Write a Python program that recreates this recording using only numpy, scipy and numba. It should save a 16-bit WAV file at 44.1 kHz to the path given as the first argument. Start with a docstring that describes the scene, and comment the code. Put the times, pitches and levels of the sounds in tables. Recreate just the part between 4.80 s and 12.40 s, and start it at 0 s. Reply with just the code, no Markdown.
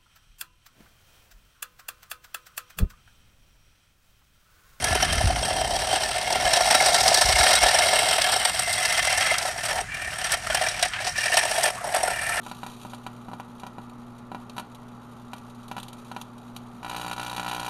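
"""Hard plastic wheels clatter over rough concrete: a battery toy car close to a hand-held phone outdoors.
Each lump of grit and each jolt rings the hollow shell, the gearbox and the loose parts as resonances.
Puffs of air thump the microphone as decaying slow cycles, over flutter and steady shaped background noise.
A gear whine, smeared tones following the motor's speed, is heard on the long run and in short swells."""
import sys
import numpy as np
from scipy import signal
from scipy.fft import rfft, irfft
from scipy.io import wavfile
from scipy.ndimage import uniform_filter1d, map_coordinates
from numba import njit

SR = 44100
rng = np.random.default_rng(int(sys.argv[2]) if len(sys.argv) > 2 else 0)


def to_wav(s):
    """Save 16-bit WAV."""
    ch = np.atleast_2d(s).T  # columns
    pcm = np.round(np.clip(ch, -1, 1) * 32767)  # PCM
    wavfile.write(sys.argv[1], SR, pcm.astype(np.int16))


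N = 335139
TIME_S = np.arange(N) / SR

# All levels are relative, ahead of the phone's gain and rounding.
# Rolling level of each part, nearest at 2.4 s: [time_s, shell_db, gearbox_db, rattle_db]
ROLLING = [(0, -32, -26.5, -29), (.25, -31, -20, -24.5), (.5, -29.5, -27.5, -27), (.9, -28, -31.5, -27),
           (1.1, -25.5, -24.5, -23.5), (1.35, -30.5, -25.5, -26.5), (1.6, -25, -23, -24.5),
           (1.75, -22, -19, -18), (2.4, -21, -17.5, -14.5), (3, -22, -17, -17.5), (3.5, -30, -20.5, -22.5),
           (3.95, -34.5, -24, -22.5), (4.3, -29, -17.5, -20.5), (4.9, -28.5, -24.5, -28),
           (5.2, -27, -33, -37), (5.5, -34, -24, -29), (5.8, -32, -25.5, -28), (6.3, -34, -29, -24),
           (6.85, -24.5, -22, -24), (7.2, -28, -27.5, -32.5), (7.45, -32.5, -27, -32),
           (7.6, -27.5, -20, -28.5)]
# Larger jolts: [peak_s, shell_db, rattle_db]
JOLT_BLOWS = [(0.044, -26.5, -13.5), (0.11, -18, -45), (0.129, -19, -19), (0.154, -13.5, -15),
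              (0.227, -17, -16.5), (0.331, -23, -23), (0.408, -18.5, -64), (0.504, -19, -40),
              (0.656, -35, -21), (0.708, -20, -34), (0.809, -28, -29), (0.846, -23, -42), (0.934, -22, -41),
              (0.964, -27, -28.0), (1.135, -26, -42), (1.236, -32, -22), (1.735, -28, -9),
              (1.809, -12, -35), (1.91, -15.0, -12), (1.95, -14, -8), (2.062, -24, -8), (2.118, -18, -45),
              (2.146, -18.5, -14), (2.26, -20, -49), (2.316, -12, -32), (2.346, -25, -9),
              (2.416, -10.5, -13), (2.488, -15.5, -28), (2.527, -23.5, -15), (2.564, -16, -29),
              (2.666, -15, -19), (2.714, -34, -24), (2.756, -39, -7), (2.863, -10.5, -50), (3.07, -25, -37),
              (3.132, -16, -28), (3.385, -21, -31), (3.419, -33, -13), (3.52, -47, -16),
              (3.564, -20.5, -18), (3.653, -23, -11.5), (3.795, -25, -14.5), (3.877, -22.0, -58),
              (3.929, -66, -17), (4.055, -26, -16), (4.176, -30, -36), (4.274, -23, -20), (4.377, -26, -15),
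              (4.516, -21, -51), (4.584, -33.0, -16), (4.654, -18, -39), (4.687, -21, -57),
              (4.859, -41, -22), (4.986, -23, -42), (5.012, -23, -31), (5.145, -46, -30), (5.444, -43, -22),
              (5.52, -31, -12.5), (5.543, -32, -20), (5.702, -18, -47), (5.748, -17, -12),
              (5.814, -21, -27), (5.889, -50, -16), (6.029, -18.5, -7), (6.059, -25, -42),
              (6.381, -32, -21), (6.543, -23, -13.5), (6.573, -12, -6), (6.59, -38, -17),
              (6.656, -20.0, -27.0), (6.835, -35, -14), (6.858, -25, -22), (6.879, -26, -45),
              (7.146, -16.5, -22), (7.165, -16, -21.5), (7.233, -17.5, -18), (7.279, -19.5, -27.5),
              (7.305, -27, -39)]
# Modes of the hollow plastic shell: [centre_hz, width_hz, level_db]
SHELL_MODES = [(666, 173, -1.5), (412, 104, -16), (277, 167, -24.5), (731.3, 82.7, 2.5), (867, 183, -6)]
# Modes of the gearbox: [centre_hz, width_hz, level_db]
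GEARBOX_MODES = [(1769, 107, 3), (1356, 75, -3.5), (2713, 690, -8), (3173, 120, -3), (1896, 1670, -4.5)]
# Modes of the loose parts: [centre_hz, width_hz, level_db]
RATTLE_MODES = [(5623, 500, 3.5), (3854, 47, 1), (5010, 5300, -4), (8150, 320, 8), (9130, 95, -1.5),
                (9060, 1340, -2), (12600, 390, -9), (8400, 8500, -5.5), (11150, 1500, -5)]
# Spectral tilt as the car turns other sides: [time_s, shell_db_per_oct, gearbox_db_per_oct, rattle_db_per_oct]
FACING_TILT = [(0, -10, 2.5, -0.5), (.9, -4, 12.5, -6), (2.1, 0, -6.5, -9.5), (3.4, -0.5, 4, -5.5),
               (4.3, 3.5, -6, -5.5), (5.2, -3.5, -2.5, 1), (6.3, 1, 3.5, -7), (6.8, -2.5, 5, 1),
               (7.5, 1, -18, 8)]
# Car checks, stops or reverses; nominal drop, time from end of stop until each part is back:
# [start_s, drop_db, shell_back_s, gearbox_back_s, rattle_back_s]
HALT_DROPS = [(0.253, 8, 0.051, 0.016, 0.015), (4.53, 5, 0.23, 0.39, 0.12), (4.699, 11, 0.21, 0.095, 0.1),
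              (5.006, 20, 0.47, 0.078, 0.17), (5.564, 8, 0.2, 0.11, 0.097), (5.905, 4, 0.12, 0.044, 0.12),
              (6.07, 16.5, 0.12, 0.037, 0.19), (6.3, 16.5, 0.15, 0.039, 0.04), (6.894, 14, 0.17, 0.23, 0.2),
              (7.33, 3.5, 0.19, 0.039, 0.1)]
# Share of the time back that each part stays down: [shell, gearbox, rattle]
STAND_SHARE = (0.15, 0.55, 0.31)
# Time to fall in a halt: [shell_s, gearbox_s, rattle_s]
STOP_TIME_S = (.02, .02, .033)
# Echo off the concrete: [time_s, notch_hz, echo_db]
CONCRETE_ECHO = [(0, 7400, -7), (1, 6800, -5.5), (2.2, 6800, -9.5), (3.6, 6573, -4), (4.6, 6980, -14),
                 (7, 7200, -11.5)]
# Spectrum of the outdoor background, humps near 120 Hz and 1.8 kHz: [freq_hz, density_db_per_hz]
BACKGROUND_SPECTRUM = [(45, -5), (60, -5), (118, 10), (438, -17.5), (706, -15), (896, -7), (1790, 5.5),
                       (3590, -12.5), (9110, -9.5), (16000, -39)]
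# Flutter between puffs: [time_s, level_db]
BREEZE_LEVEL = [(0, -33), (.4, -26), (1.6, -40), (2.6, -35.5), (3.3, -41), (7.6, -43)]
# Puffs on the microphone: [start_s, level_db, swing_hz]
AIR_PUFFS = [(0.109, -12, 78.6), (0.321, -11, 80.7), (0.37, -11, 61.9), (0.44, -3, 81), (0.459, -2.5, 66),
             (0.863, -23, 67.3), (1.643, -17, 56.5), (2.449, -11, 51.1), (2.488, -14.5, 72),
             (2.538, -12, 56.5), (2.599, -11, 68.4), (2.828, -15, 52)]
# Gear whine on the long run: [time_s, pitch_hz, level_db]
RUN_WHINE = [(1.3, 2103, -38), (1.45, 2119, -31), (2.7, 2152, -24), (3.7, 2104, -29.5), (3.98, 2070, -29.5),
             (4.05, 2058, -23), (4.55, 2092, -22.5), (4.62, 2010, -41)]
# Short swells of gear whine, climbing to the held pitch where they start lower:
# [start_s, first_hz, length_s, level_db]
WHINE_SWELLS = [(5.083, 1735, 0.25, -32), (5.664, 1290, 0.3, -31), (6.114, 1419, 0.21, -35),
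                (6.342, 1751, 0.31, -22.5), (6.962, 1089, 0.11, -35), (7.288, 1690, 0.4, -26)]

NARROW_HZ = 640  # narrower modes ring mostly on blows, wider ones hiss on
BLOW_RISE_S, SPREAD_S, COLOUR_DB = .003, .0015, 3  # spread: each mode's own moment and strength in a jolt
ROCK_DB, SLOW_BEND = .8, .35
SKIPS_PER_S, SKIP_JITTER_S, SKIP_S, SKIP_SCATTER_DB = 38, .004, .006, 1.5
CLIMB_HZ_PER_S, TURNING_HZ = 3400, 1803  # climb rate in a swell; pitch held in tight turns
SWELL_SHARE, FADE_DB = .29, 6  # peak position in a swell; depth at both its ends
SMEAR_HZ, STUTTER_DB, THROB_HZ, THROB_DB = 60, 3, 40, 2.5
BACKGROUND_DB, TOP_HZ = -36, 15650


def undb(db):
    """Decibels to amplitude."""
    return 10 ** (np.asarray(db) / 20)


def unit(x):
    """Scale to rms 1."""
    return x / np.sqrt(np.mean(x ** 2))


def curve(table, column):
    """One table column joined by straight lines in time."""
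    table = np.array(table)
    return np.interp(TIME_S, table[:, 0], table[:, column])


def drift(points_per_s):
    """Slow chance: random levels joined smoothly, rms 1."""
    step = int(SR / points_per_s)
    levels = np.repeat(rng.standard_normal(N // step + 1), step)
    return unit(uniform_filter1d(levels, step)[:N])


def bursts(times_s, sizes, rise_s, fall_s):
    """Sum of envelopes with a rounded rise and exponential fall, each peaking at its time."""
    impulses = np.bincount(np.clip((times_s * SR).astype(int), 0, N - 1), sizes, N)
    t = np.arange(int(.04 * SR)) / SR
    shape = (1 - np.exp(-(t / rise_s) ** 2)) * np.exp(-t / fall_s)
    peak = shape.argmax()
    return signal.oaconvolve(impulses, shape / shape.max())[peak:][:N]


def skips():
    """Wheel pressure: landings on hard wheels fill the time between jolts at a loose rate."""
    at_s = np.concatenate([[0], np.array(JOLT_BLOWS)[:, 0], [N / SR]])
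    per_gap = np.maximum(np.round(np.diff(at_s) * SKIPS_PER_S), 1)
    counted = np.concatenate([[0], np.cumsum(per_gap)])
    chance = rng.standard_normal((400, 2))[:int(counted[-1])]
    times_s = np.interp(np.arange(len(chance)), counted, at_s) + SKIP_JITTER_S * chance[:, 0]
    return unit(bursts(times_s, undb(SKIP_SCATTER_DB * chance[:, 1]), SKIP_S, SKIP_S))


def halts(column):
    """Drop in dB of one part: a quick fall, a standstill, an uneven pick-up."""
    drop_db, stop_s = np.zeros(N), STOP_TIME_S[column - 1]
    for row in HALT_DROPS:
        start_s, db, back_s = row[0], row[1], max(row[1 + column], .01)
        down_s = start_s + stop_s
        corners_s = [start_s, down_s, down_s + STAND_SHARE[column - 1] * back_s, down_s + back_s]
        drop_db = np.maximum(drop_db, np.interp(TIME_S, corners_s, [0, db, db, 0]))
    return uniform_filter1d(drop_db, int(stop_s * SR)) * (1 + .18 * drift(25.0))


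@njit
def sway(x, hz, width_hz):
    """Moving resonance: two equal state-variable band-passes in series, gain 1 at the centre."""
    y, b, l, c, m = np.empty(len(x)), 0., 0., 0., 0.
    for i in range(len(x)):
        g, k = np.tan(np.pi * hz[i] / SR), width_hz / hz[i]
        v = (b + g * (x[i] - l)) / (1 + g * (g + k))
        b, l = 2 * v - b, l + 2 * g * v
        w = (c + g * (k * v - m)) / (1 + g * (g + k))
        c, m = 2 * w - c, m + 2 * g * w
        y[i] = k * w
    return y


def part(modes, column, jolt_db, grit, press, tap, steady, scatter_db, lag_s, rise_s, fall_s, flex, blow_s):
    """One part: grit and jolts push noise bursts into its modes; each blow favours other modes."""
    at_s = np.array(JOLT_BLOWS)[:, 0]
    lump_s, lump_size = grit.T
    rolling = undb(curve(ROLLING, column) - halts(column)) * press
    tilt_db_per_oct = curve(FACING_TILT, column)
    # hard taps ring all modes together
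    strike = np.bincount(((at_s - .002) * SR).astype(int), undb(jolt_db), N)
    strike = strike + rolling * np.bincount((lump_s * SR).astype(int), lump_size, N)
    out = 0
    for hz, width_hz, db in modes:
        own = rng.standard_normal((len(grit), 2))
        luck = rng.standard_normal((len(at_s), 2))
        # lumps are answered early or late, more or less strongly
        lump_push = bursts(lump_s + lag_s * own[:, 0], lump_size * undb(scatter_db * own[:, 1]),
                           rise_s, fall_s)
        push = steady * min(width_hz / NARROW_HZ, 1) + lump_push
        blow = bursts(at_s + SPREAD_S * luck[:, 1], undb(jolt_db + COLOUR_DB * luck[:, 0]),
                      BLOW_RISE_S, blow_s)
        # the body rocks and flexes
        scratch = unit(push) * rolling * undb(ROCK_DB * drift(2.993)) + blow
        force = scratch * rng.standard_normal(N) + tap * strike
        bent_hz = hz * (1 + flex * (SLOW_BEND * drift(1.505) + drift(40.0)))
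        gain = undb(db + tilt_db_per_oct * np.log2(hz / modes[0][0]))
        out = out + gain * sway(force, bent_hz, float(width_hz))
    # level the part by the noise power its modes pass
    power = sum(undb(2 * db) * width_hz for _, width_hz, db in modes) * np.pi / SR / 2
    return out / np.sqrt(power)


def car(press, lumps_per_s=120, even=.5, size_db=2.0):
    """All parts feel the same loosely spaced lumps in the concrete: many small, a few large."""
    chance = rng.exponential(size=(1500, 2))
    lump_s = np.cumsum(even + (1 - even) * chance[:, 0]) / lumps_per_s
    grit = np.column_stack([lump_s, undb(size_db * np.minimum(chance[:, 1], 2.6))])
    grit = grit[grit[:, 0] < N / SR]
    knock_db, clatter_db = np.array(JOLT_BLOWS)[:, 1:].T
    gear_db = (knock_db + clatter_db) / 2 - 4.0  # gearbox answers from both
    shell = part(SHELL_MODES, 1, knock_db, grit, press, tap=13.35, steady=1.6, scatter_db=3.0,
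                 lag_s=.003, rise_s=.0033, fall_s=.0039, flex=.0087, blow_s=.0017)
    gears = part(GEARBOX_MODES, 2, gear_db, grit, press, tap=1.9, steady=1.0, scatter_db=4.0,
                 lag_s=.0034, rise_s=.0016, fall_s=.0084, flex=.021, blow_s=.011)
    rattle = part(RATTLE_MODES, 3, clatter_db, grit, press, tap=4.3, steady=.96, scatter_db=3.0,
                  lag_s=.0019, rise_s=.0022, fall_s=.0025, flex=.006, blow_s=.003)
    return shell + gears + rattle


def mirrored(x):
    """Direct sound plus late concrete echo: comb dips at the notch pitch, a third of it and above."""
    late_s = 3 / 2 / curve(CONCRETE_ECHO, 1)  # 1.5 periods of the notch pitch
    echo = map_coordinates(x, [(TIME_S - late_s) * SR], mode="nearest")
    return x + undb(curve(CONCRETE_ECHO, 2)) * echo


def background():
    """Steady outdoor background noise, shaped in frequency with humps near 120 Hz and 1.8 kHz."""
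    hz = np.arange(N // 2 + 1) * SR / N + 1
    freq_hz, density_db = np.array(BACKGROUND_SPECTRUM).T
    db = np.interp(np.log(hz), np.log(freq_hz), density_db)
    return unit(irfft(rfft(rng.standard_normal(N)) * undb(db), N)) * undb(BACKGROUND_DB)


def ring(x, hz, width_hz):
    """One fixed resonance, gain 1 at its centre."""
    return signal.lfilter(*signal.iirpeak(hz, hz / width_hz, fs=SR), x)


def wind(t60_s=.11):
    """Each puff swings the membrane for a few slow cycles; a soft flutter lies between."""
    flutter = unit(ring(ring(rng.standard_normal(N), 49.0, 45.0), 54.0, 275.0))
    out = flutter * undb(curve(BREEZE_LEVEL, 1) + 2.0 * drift(5.9))
    t = TIME_S[:SR // 4]
    envelope = (1 - np.exp(-t / .00044)) * 1000 ** (-t / t60_s)
    for start_s, db, hz in AIR_PUFFS:
        i = int(start_s * SR)
        out[i:i + len(t)] += undb(db) * np.sin(2 * np.pi * hz * t) * envelope
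    return out


def motor():
    """Pitch and gain of the gear mesh: the long run, then each short swell."""
    hz, gain = curve(RUN_WHINE, 1), undb(curve(RUN_WHINE, 2))
    for start_s, first_hz, length_s, db in WHINE_SWELLS:
        climb_hz = np.minimum(first_hz + CLIMB_HZ_PER_S * (TIME_S - start_s), TURNING_HZ)
        hz = np.where(TIME_S >= start_s, climb_hz, hz)
        along = (TIME_S - start_s) / length_s
        active = (along > 0) * (along < 1)
        below_db = FADE_DB * np.interp(along, [0, SWELL_SHARE, 1], [1, 0, 1]) ** 2
        gain = gain + active * undb(db - below_db)
    return hz, gain


def whine(ratio=1.31, second_db=-6.5, upper=1.55, upper_db=-10.5):
    """Three gear pairs mesh unevenly: stuttering tones smeared into narrow bands, following the motor."""
    hz, gain = motor()
    phase = 2 * np.pi * np.cumsum(hz) / SR
    # an off-centre gear throbs, never quite evenly
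    throb_hz = THROB_HZ * (1 + .17 * drift(2.5))
    throb_db = THROB_DB * np.sin(2 * np.pi * np.cumsum(throb_hz) / SR)
    pole = np.exp(-np.pi * SMEAR_HZ / SR)
    out = 0
    for turns, db in ((phase, 0), (ratio * phase, second_db), (upper * phase, upper_db)):
        wobble = signal.lfilter([1], [1, -pole], rng.standard_normal((2, N)))
        tone = wobble[0] * np.cos(turns) + wobble[1] * np.sin(turns)
        tone = tone * undb(throb_db + STUTTER_DB * drift(50.0))
        out = out + undb(db) * unit(tone)
    return out * gain


def scene(airborne=1.5):
    """Sum at one microphone; grit noise and whine slacken while the wheels are off the ground."""
    press = unit(airborne + skips())
    return (mirrored(car(press)) + background() + wind() + press * whine())[None]


def record(dry):
    """The phone drops the deepest bass, dulls the top octave, rounds the highest peaks and cuts the top."""
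    dry = signal.sosfilt(signal.butter(3, 40.0, "high", fs=SR, output="sos"), dry)
    dry = signal.sosfilt(signal.butter(2, 13500.0, fs=SR, output="sos"), dry)
    rounded = np.tanh(.9 * dry) / 1.63
    return signal.sosfilt(signal.ellip(10, .2, 80, TOP_HZ, fs=SR, output="sos"), rounded)


dry = scene()
out = record(dry)
to_wav(out)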